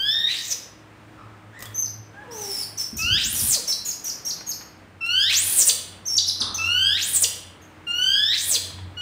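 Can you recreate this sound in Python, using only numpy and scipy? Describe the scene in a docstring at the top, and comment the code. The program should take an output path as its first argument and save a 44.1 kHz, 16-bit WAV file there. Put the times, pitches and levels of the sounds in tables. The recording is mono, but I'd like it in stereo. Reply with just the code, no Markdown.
"""Baby monkey screaming in a tiled room

A baby monkey screams five times: a clear wail rises, breaks into a hoarse shriek as the vocal folds
flap chaotically, and plunges. A sixth wail is just starting at the end. Thin chirps and soft coos
come between. Older monkeys clamber over a plastic table, feet thumping, nails ticking and limbs
scuffing, while a motor hums faintly under the room air."""
import sys
import numpy as np
from scipy import signal
from scipy.fft import rfft, irfft
from scipy.io import wavfile

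SR = 44100
rng = np.random.default_rng(int(sys.argv[2]) if len(sys.argv) > 2 else 0)


def master(y):
    """Save y as 16-bit WAV."""
    cut = np.clip(np.atleast_2d(y).T, -1, 1)
    pcm = np.round(cut * 32767)  # scale
    wavfile.write(sys.argv[1], SR, pcm.astype(np.int16))


N = 397341
TIME = np.arange(N) / SR


def amp(db):
    """Decibels to gain."""
    return 10 ** (np.asarray(db) / 20)


def unit(x):
    """Scales to rms 1."""
    return x / np.sqrt(np.mean(x ** 2) + 1e-20)


def curve_at(points, hz):
    """Reads a curve on a log-frequency axis."""
    freqs, values = np.transpose(points)
    return np.interp(np.log(hz + 1), np.log(freqs + 1), values)


def noise(eq):
    """Noise of rms 1, coloured by an EQ curve in dB."""
    gain = amp(curve_at(eq, np.fft.rfftfreq(N, 1 / SR)))
    return unit(irfft(rfft(rng.standard_normal(N)) * gain, N))


def wander(hz):
    """Random motion of rms 1, no faster than about hz."""
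    freqs = np.fft.rfftfreq(N, 1 / SR)
    return unit(irfft(rfft(rng.standard_normal(N)) / np.sqrt(1 + (freqs / hz) ** 4), N))


def automation(calls, fade_s=.0077):
    """Joins breakpoints (time_s, pitch_hz, level_db, ...) into curves; gain closes between calls."""
    rows = np.concatenate(calls)
    times, *columns = rows[np.argsort(rows[:, 0])].T
    hz, db, *rest = (np.interp(TIME, times, column) for column in columns)
    gate = sum(np.clip(np.minimum(TIME - call[0][0], call[-1][0] - TIME) / fade_s + .5, 0, 1)
               for call in calls)
    return hz, amp(db) * gate, *rest


def harmonics(hz, levels_db):
    """Harmonics on a moving pitch, each fading out before it leaves the audible range."""
    phase = 2 * np.pi * np.cumsum(hz) / SR
    return np.sqrt(2) * sum(amp(db) * np.clip((SR / 2 - k * hz) / (SR / 20), 0, 1) * np.sin(k * phase)
                            for k, db in enumerate(levels_db, 1))


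# Decay of the tiled room: freq_hz, t60_s
ROOM_DECAY = [(150, 0.48), (1000, 1), (3000, 0.77), (6000, 0.42), (10000, 0.48), (15000, 0.38)]
def room(x, wet_db, early_db=-7, shared=.1, echoes_per_s=6000, build_s=.0084):
    """Direct sound, a few wall reflections and a dense tail in which each band dies at its own speed."""
    taps = rng.standard_normal((3, SR)) * (rng.random((3, SR)) < echoes_per_s / SR)
    stereo_taps = np.sqrt(shared) * taps[0] + np.sqrt(1 - shared) * taps[1:]
    hz, age, bands = signal.stft(stereo_taps, SR, nperseg=256)
    decay = amp(-60 * age / curve_at(ROOM_DECAY, hz)[:, None])
    tail = signal.istft(bands * decay * np.clip(age / build_s, 0, 1), SR, nperseg=256)[1]
    response = amp(wet_db) * tail / np.linalg.norm(tail[0])
    for ear in response:
        delays = (rng.uniform(.002, .02, size=6) * SR).astype(int)
        ear[delays] += amp(early_db) / np.sqrt(6) * rng.choice([-1, 1], size=6)
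    response[:, 0] += 1  # direct sound
    return signal.fftconvolve(x[None], response / np.linalg.norm(response[0]), axes=1)[:, :N]


# Colour of the room tone: freq_hz, gain_db
AIR_EQ = [(25, -39), (55, -9), (130, -8), (200, -7.5), (330, -11.5), (1350, -15.5), (2240, -19.5),
          (4500, -32), (10000, -39), (15000, -47)]
def room_air(level_db=-47, shared=.18):
    """A wide, gently drifting rush of air."""
    common, left, right = (noise(AIR_EQ) for _ in range(3))
    air = np.sqrt(shared) * common + np.sqrt(1 - shared) * np.array([left, right])
    return air * amp(level_db + 1.2 * wander(1.3))


# Swells of the motor's hum, early and late: time_s, level_db
HUM_RIDE_EARLY = [(0.0, -54), (1.03, -56), (1.94, -44), (2.34, -57), (2.8, -52)]
HUM_RIDE_LATE = [(3.8, -67), (4.64, -60), (5.46, -44), (5.62, -58), (6.71, -42), (7.7, -57), (8.9, -40),
                 (9.0, -44)]
def motor(fast_hz=107, slow_hz=92.6, slowing_s=(2.1, 5.3), whine_hz=312, whine_db=-60, trim_db=1):
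    """A drifting hum that drops in pitch once as the motor slows, and a faint whine."""
    times, levels_db = np.concatenate([HUM_RIDE_EARLY, HUM_RIDE_LATE]).T
    hz = np.interp(TIME, slowing_s, [fast_hz, slow_hz])
    gain = amp(trim_db + np.interp(TIME, times, levels_db) + 2.8 * wander(7))
    hum = gain * harmonics(hz * (1 + .02 * wander(15)), [0, -18])
    whine = amp(whine_db + 2.7 * wander(2.5)) * harmonics(whine_hz * (1 + .0025 * wander(4.3)), [0])
    return hum + whine


def bursts(contacts, eq, attack_s):
    """Coloured noise that swells and dies after each contact (start_s, level_db, t60_s)."""
    envelope = np.zeros(N)
    for start, db, t60 in contacts:
        first = int(start * SR)
        age = TIME[:min(SR, N - first)]
        envelope[first:first + SR] += amp(db - 60 * age / t60) * (1 - np.exp(-age / attack_s))
    return envelope * noise(eq)


# Footfalls, nail ticks and light knocks: start_s, level_db
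FOOTFALLS = [(2.924, -29), (3.029, -31.5), (3.107, -29), (3.248, -34), (3.328, -35.5), (3.415, -31.5),
             (8.7, -40), (8.87, -38)]
NAIL_TICKS = [(1.5916, -32.5), (1.6053, -30), (1.6243, -20.5), (1.6555, -26.5), (5.062, -30)]
TABLE_KNOCKS = [(4.408, -30), (4.609, -30), (8.706, -34), (8.786, -33)]
# Limbs scuffing: start_s, level_db, t60_s
LIMB_SCUFFS = [(1.173, -47, .7), (1.62, -46, 0.43), (6.4, -36, 1)]
# Colour of each kind of contact: freq_hz, gain_db
FOOTFALL_EQ = [(25, -28.5), (60, -2.5), (110, 0), (290, -13), (600, -36.5), (1300, -76)]
KNOCK_EQ = [(300, -8), (1200, 0), (2200, -4), (5000, -20), (12000, -35)]
SCUFF_EQ = [(300, 6), (700, -0.5), (1250, 12), (1800, -3.5), (4000, -46.5), (12000, -57)]
def clambering(thump_t60_s=.38, tick_t60_s=.032, knock_t60_s=.06):
    """Feet, nails and limbs strike and rub the plastic table."""
    tick_eq = [(500, -2), (3000, -8), (7000, -4), (15000, -7)]
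    thumps = bursts([(s, db - 2.5, thump_t60_s) for s, db in FOOTFALLS], FOOTFALL_EQ, attack_s=.002)
    ticks = bursts([(s, db - 5, tick_t60_s) for s, db in NAIL_TICKS], tick_eq, attack_s=.0001)
    knocks = bursts([(s, db - 8, knock_t60_s) for s, db in TABLE_KNOCKS], KNOCK_EQ, attack_s=.0004)
    return thumps + ticks + knocks + bursts(LIMB_SCUFFS, SCUFF_EQ, attack_s=.004)


# Soft hoots and squeaks: start_s, end_s, start_hz, end_hz, level_db, octave_db
HOOTS = [(1.173, 1.27, 1350, 1240, -49, -22), (1.531, 1.62, 1682, 1960, -44.5, -16),
         (1.648, 1.675, 3015, 3420, -44.5, -20), (2.14, 2.238, 770, 860, -50, 4.5),
         (2.239, 2.52, 517, 384, -42.5, -4)]
# Low throat groans around the screams' plunges: start_s, end_s, level_db
THROAT_GROANS = [(.49, .55, -49), (3.556, 3.598, -39), (5.58, 5.63, -44), (5.675, 5.707, -40),
                 (7.22, 7.256, -41), (8.508, 8.575, -42)]
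def coos(groan_hz=(720, 455), groan_octave_db=-9, first_half_glide=.7):
    """Soft hoots and groans with few overtones; the higher they are, the more they crack."""
    groans = [(start, end, *groan_hz, db, groan_octave_db) for start, end, db in THROAT_GROANS]
    calls = [[(start, first_hz, db - 5.5, octave),
              ((start + end) / 2, first_hz + first_half_glide * (last_hz - first_hz), db, octave),
              (end, last_hz, db - 1, octave)]
             for start, end, first_hz, last_hz, db, octave in HOOTS + groans]
    hz, gain, octave_db = automation(calls, fade_s=.0052)
    jitter = np.interp(hz, [600, 1500], [.013, .042])
    return gain * harmonics(hz * (1 + jitter * wander(130)), [0, octave_db, -24, -22])


# One long sagging whistle: time_s, pitch_hz, level_db
LONG_WHISTLE = [(2.309, 5300, -41), (2.38, 6470, -36), (2.458, 5458, -31), (2.612, 5230, -28),
                (2.639, 4420, -33.5)]
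# Short chirps: start_s, flick_s, held_hz, lift_ratio, held_db, flick_db, rasp_db
CHIRP_CALLS = [(1.744, 1.85, 6157, .02, -24, -32, -26), (2.775, 2.827, 5430, .15, -23, -32, -9.5),
               (2.966, 3.013, 5850, .17, -26.5, -22, -5), (3.345, 3.386, 5745, .24, -27, -23.5, -5),
               (3.673, 3.712, 5460, .2, -20, -18.5, -9), (3.85, 3.9, 6595, .1, -24.5, -24, -7),
               (4.04, 4.089, 5820, .2, -26, -23, -8), (4.249, 4.295, 5570, .19, -24.5, -21, -11),
               (4.465, 4.507, 6450, .02, -27.5, -24, -14), (6.055, 6.171, 5500, .19, -22, -11, -20),
               (6.265, 6.283, 5250, .19, -27, -16.5, -12), (6.392, 6.405, 4980, .21, -37, -15.5, -15.5),
               (6.543, 6.567, 5900, .07, -22.5, -31, -16), (7.615, 7.635, 6400, .05, -51, -55, -10)]
def chirps(fall_s=.018, jitter=.003, flick_jitter=.042, warble=.017, octave_db=-10, onset_db=-8):
    """Thin, breathy, warbling whistles; the short ones lift, settle, flick up raggedly and drop fast."""
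    calls = [[(*row, jitter, -5.5, octave_db) for row in LONG_WHISTLE]]  # rasp 5.5 dB under the tone
    for start, flick, held_hz, lift, held_db, flick_db, rasp_db in CHIRP_CALLS:
        top_hz, length = held_hz * (1 + lift), flick - start
        end_hz = top_hz * (.67 - .01 * (flick_db + 24))  # louder flicks drop deeper
        hold = [(start, held_hz, held_db + onset_db),
                (start + .13 * length, top_hz, held_db + onset_db / 3),
                (start + .28 * length, held_hz, held_db),
                (flick - .005, held_hz, held_db)]
        drop = [(flick, top_hz, flick_db - 7),
                (flick + fall_s / 2, (top_hz + end_hz) / 2, flick_db),
                (flick + fall_s, end_hz, flick_db)]
        calls.append([(*row, jitter, rasp_db, octave_db) for row in hold]
                     + [(*row, flick_jitter, rasp_db - 16, octave_db - 9) for row in drop])
    hz, gain, rough, rasp_db, overtone_db = automation(calls)
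    rough = rough + .028 * amp(rasp_db)  # the breathier the call, the less steady its tone
    hz = hz * (1 + rough * wander(600) + warble * wander(40))
    tone = harmonics(hz, [0, overtone_db + 5 * wander(60)])
    rasp = amp(rasp_db) * noise([(1000, -12), (4000, -5), (11500, 1), (15000, -3.5)])
    return gain * amp(-.8 + 2 * wander(120)) * (tone + rasp)


def wail_shape(start, length, first_hz, middle_hz, last_hz, onset_db, full_db, full_at):
    """Breakpoints of a wail: it starts sharp, settles, swells and bends up toward the break."""
    progress = np.linspace(0, 1, 60)
    glide_hz = np.polyval(np.polyfit([0, .5, 1], [first_hz, middle_hz, last_hz], 2), progress)
    scoop_hz = 45 * np.exp(-progress * length / .035)
    bend_hz = 350 * np.exp((progress - 1) * length / .03)
    db = np.interp(progress, [0, full_at, 1], [onset_db, full_db, full_db - 3.5])
    return np.transpose([start + progress * length, glide_hz + scoop_hz + bend_hz, db])


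# The throat's colour, relative to a wail's octave: freq_hz, gain_db
THROAT_EQ = [(1300, -14), (2000, -13), (3900, -22.5), (5000, -4.5), (5800, -17.5), (7000, -28.5),
             (10000, -33), (15000, -34)]
# Opening wails: start_s, length_s, first_hz, middle_hz, last_hz, onset_db, full_db, full_at_fraction
WAIL_CALLS = [(0, .32, 1490, 1818, 1748, -22, -21, .3), (2.99, .2, 1235, 1430, 1652, -28.5, -17.5, .68),
              (5.01, .295, 1292, 1510, 1817, -29, -17, .52),
              (6.585, .395, 1265, 1509, 1720, -24, -17.5, .55),
              (7.87, .48, 1358, 1586, 1850, -27, -17, .45), (8.971, .3, 1410, 1550, 1750, -30, -19, .5)]
def wails(jitter=.0045, strain=.02, break_hz=1950, waver=.0035, swell_db=4, easy_db=-20, trim_db=-2.5):
    """A clear voice with a strong octave; effort brightens it, and it frays as it nears its break."""
    hz, gain = automation([wail_shape(*row) for row in WAIL_CALLS])
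    rough = jitter + strain * np.minimum(hz / break_hz, 1.1) ** 14
    bright_db = .5 * (20 * np.log10(gain + 1e-9) - easy_db)
    # the weaker harmonics slide through the throat's resonances, and swell and fade as the mouth moves
    levels_db = [0 if k == 2 else
                 curve_at(THROAT_EQ, k * hz) + (bright_db + swell_db * wander(9.8)) * (k > 1)
                 for k in range(1, 11)]
    hz = hz * (1 + rough * wander(690) + waver * wander(35))
    return gain * amp(trim_db + wander(42)) * harmonics(hz, levels_db)


ROUGH_BREAK, ROUGH_CLIMB, ROUGH_HOLD, ROUGH_PLUNGE = .55, 1.15, .85, .72  # 0 clean, 1 hoarse


def yelp_shape(start, end, db, top_hz=10600, end_hz=2750):
    """Breakpoints of a yelp: it starts at the top and falls ever faster as it swells."""
    progress = np.linspace(0, 1, 20)
    hz = top_hz + (end_hz - top_hz) * progress ** 3
    swell_db = np.interp(progress, [0, .6], [-14, 0])
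    rough = np.full_like(progress, ROUGH_PLUNGE)
    return np.transpose([start + progress * (end - start), hz, db + swell_db, rough])


# Ragged, whistling and thinning stages of a shriek's climb: time_fraction, rise_fraction
SHRIEK_STAGES = [(.3, .2), (.48, .51), (.73, .71)]
def shriek_shape(start, climb, end, plunge, top_hz, end_hz, climb_db, hold_db, plunge_db, whistle,
                 break_hz=2030, thin_db=-3.5, whistle_db=6.5):
    """Breakpoints of a shriek: a ragged climb, a hoarse swelling hold, a loud plunge."""
    # halfway up, the folds may lock into a louder, clean whistle
    rough_locked = ROUGH_CLIMB * (1 - .9 * whistle)
    ragged, locks, thins = SHRIEK_STAGES
    stages = [((0, 0), climb_db + thin_db, ROUGH_BREAK),
              (ragged, climb_db, ROUGH_CLIMB),
              (locks, climb_db + whistle_db * whistle, rough_locked),
              (thins, climb_db + thin_db, rough_locked),
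              ((1, 1), hold_db, ROUGH_HOLD)]
    rising = [(start + progress * climb, break_hz + (top_hz - break_hz) * rise, db, rough)
              for (progress, rise), db, rough in stages]
    falling = [(end - plunge, .95 * top_hz, hold_db + 3, ROUGH_HOLD),
               (end - plunge / 2, (top_hz + end_hz) / 2, plunge_db, ROUGH_PLUNGE),
               (end, end_hz, plunge_db - 1.5, ROUGH_PLUNGE)]
    return rising + falling


# Short yelps thrown after a shriek: start_s, end_s, level_db
YELP_CALLS = [(5.642, 5.702, -14), (7.192, 7.248, -15.5)]
# Shrieks breaking out of the wails:
# start_s, climb_s, end_s, plunge_s, top_hz, end_hz, climb_db, hold_db, plunge_db, whistle_amount
SHRIEK_CALLS = [(.27, .225, .533, .033, 7000, 5300, -33, -32.5, -21.5, 0),
                (3.18, .15, 3.556, .086, 11200, 4240, -28, -23, -17.5, .9),
                (5.295, .155, 5.63, .07, 11100, 5600, -21.5, -21, -14, .9),
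                (6.975, .11, 7.18, .05, 10700, 6800, -27, -26, -17, .8),
                (8.33, .135, 8.567, .08, 11000, 3100, -28, -25, -19, .1)]
def shrieks(chaos=.12, lurch=.075, flutter_db=5, octave_db=-12, rasp_db=-5, bright_hz=9000, trim_db=-.7):
    """The folds whistle; chaotic flapping smears the tone and adds a rasp that brightens with pitch."""
    calls = [shriek_shape(*row) for row in SHRIEK_CALLS] + [yelp_shape(*row) for row in YELP_CALLS]
    hz, gain, rough = automation(calls)
    smear = rough ** 1.5 * (chaos * wander(1000) + lurch * wander(130.6))
    tone = harmonics(hz * (1 + smear), [0, octave_db])
    dull = noise([(700, -27.5), (1800, -9.5), (3500, -5.5), (6000, -2), (15000, -13.5)])
    sharp = noise([(1500, -19), (3200, -14), (9500, -7), (13000, -5)])
    tension = np.minimum(hz / bright_hz, 1) ** 2
    rasp = amp(rasp_db) * np.sqrt(rough) * ((1 - tension) * dull + tension ** 1.5 * sharp)
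    return gain * amp(trim_db + flutter_db * rough * np.tanh(wander(300))) * (tone + rasp)


def scene():
    """Screams, chirps and table noises ring in the room, chirps wettest, over a bed of motor and air."""
    baby = room(wails(), wet_db=-1.5) + room(shrieks(), wet_db=-1.5)
    older = room(chirps(), wet_db=1.5) * amp([[.7], [-.7]])  # slightly left
    coos_and_table = room(coos() + clambering(), wet_db=-2.5)
    bed = (motor() + room_air()) * amp([[1], [-1]])  # slightly left
    return amp(2.5) * (baby + older + coos_and_table) + bed


# Stereo image, treble shared by both channels with a turning phase: freq_hz, likeness_amount, phase_rad
STEREO_IMAGE = [(100, 0, 1.1), (300, 0, .6), (3890, 0, 0.5), (6800, 0, 1.5), (7900, 0, -0.34),
                (10210, .96, -2.04), (10830, 1, -3), (11600, 1, -2.5), (14140, 1, -6.5)]
def record(dry, cutoff_hz=15650):
    """In the treble both channels carry one sound with a turning phase; a low-pass trims the top."""
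    hz = np.fft.rfftfreq(N, 1 / SR)
    freqs, *columns = np.transpose(STEREO_IMAGE)
    likeness, phase = (np.interp(hz, freqs, column) for column in columns)
    apart = np.sqrt(1 - likeness ** 2)
    left, right = rfft(dry)
    right = (likeness * left + apart * right) / np.sqrt(1 + likeness * apart)
    pair = irfft([left, right * np.exp(-1j * phase)], N)
    lowpass = signal.firwin(511, cutoff_hz, window=("kaiser", 9), fs=SR)
    return signal.oaconvolve(pair, lowpass[None], "same")


dry = scene()
out = record(dry)
master(out)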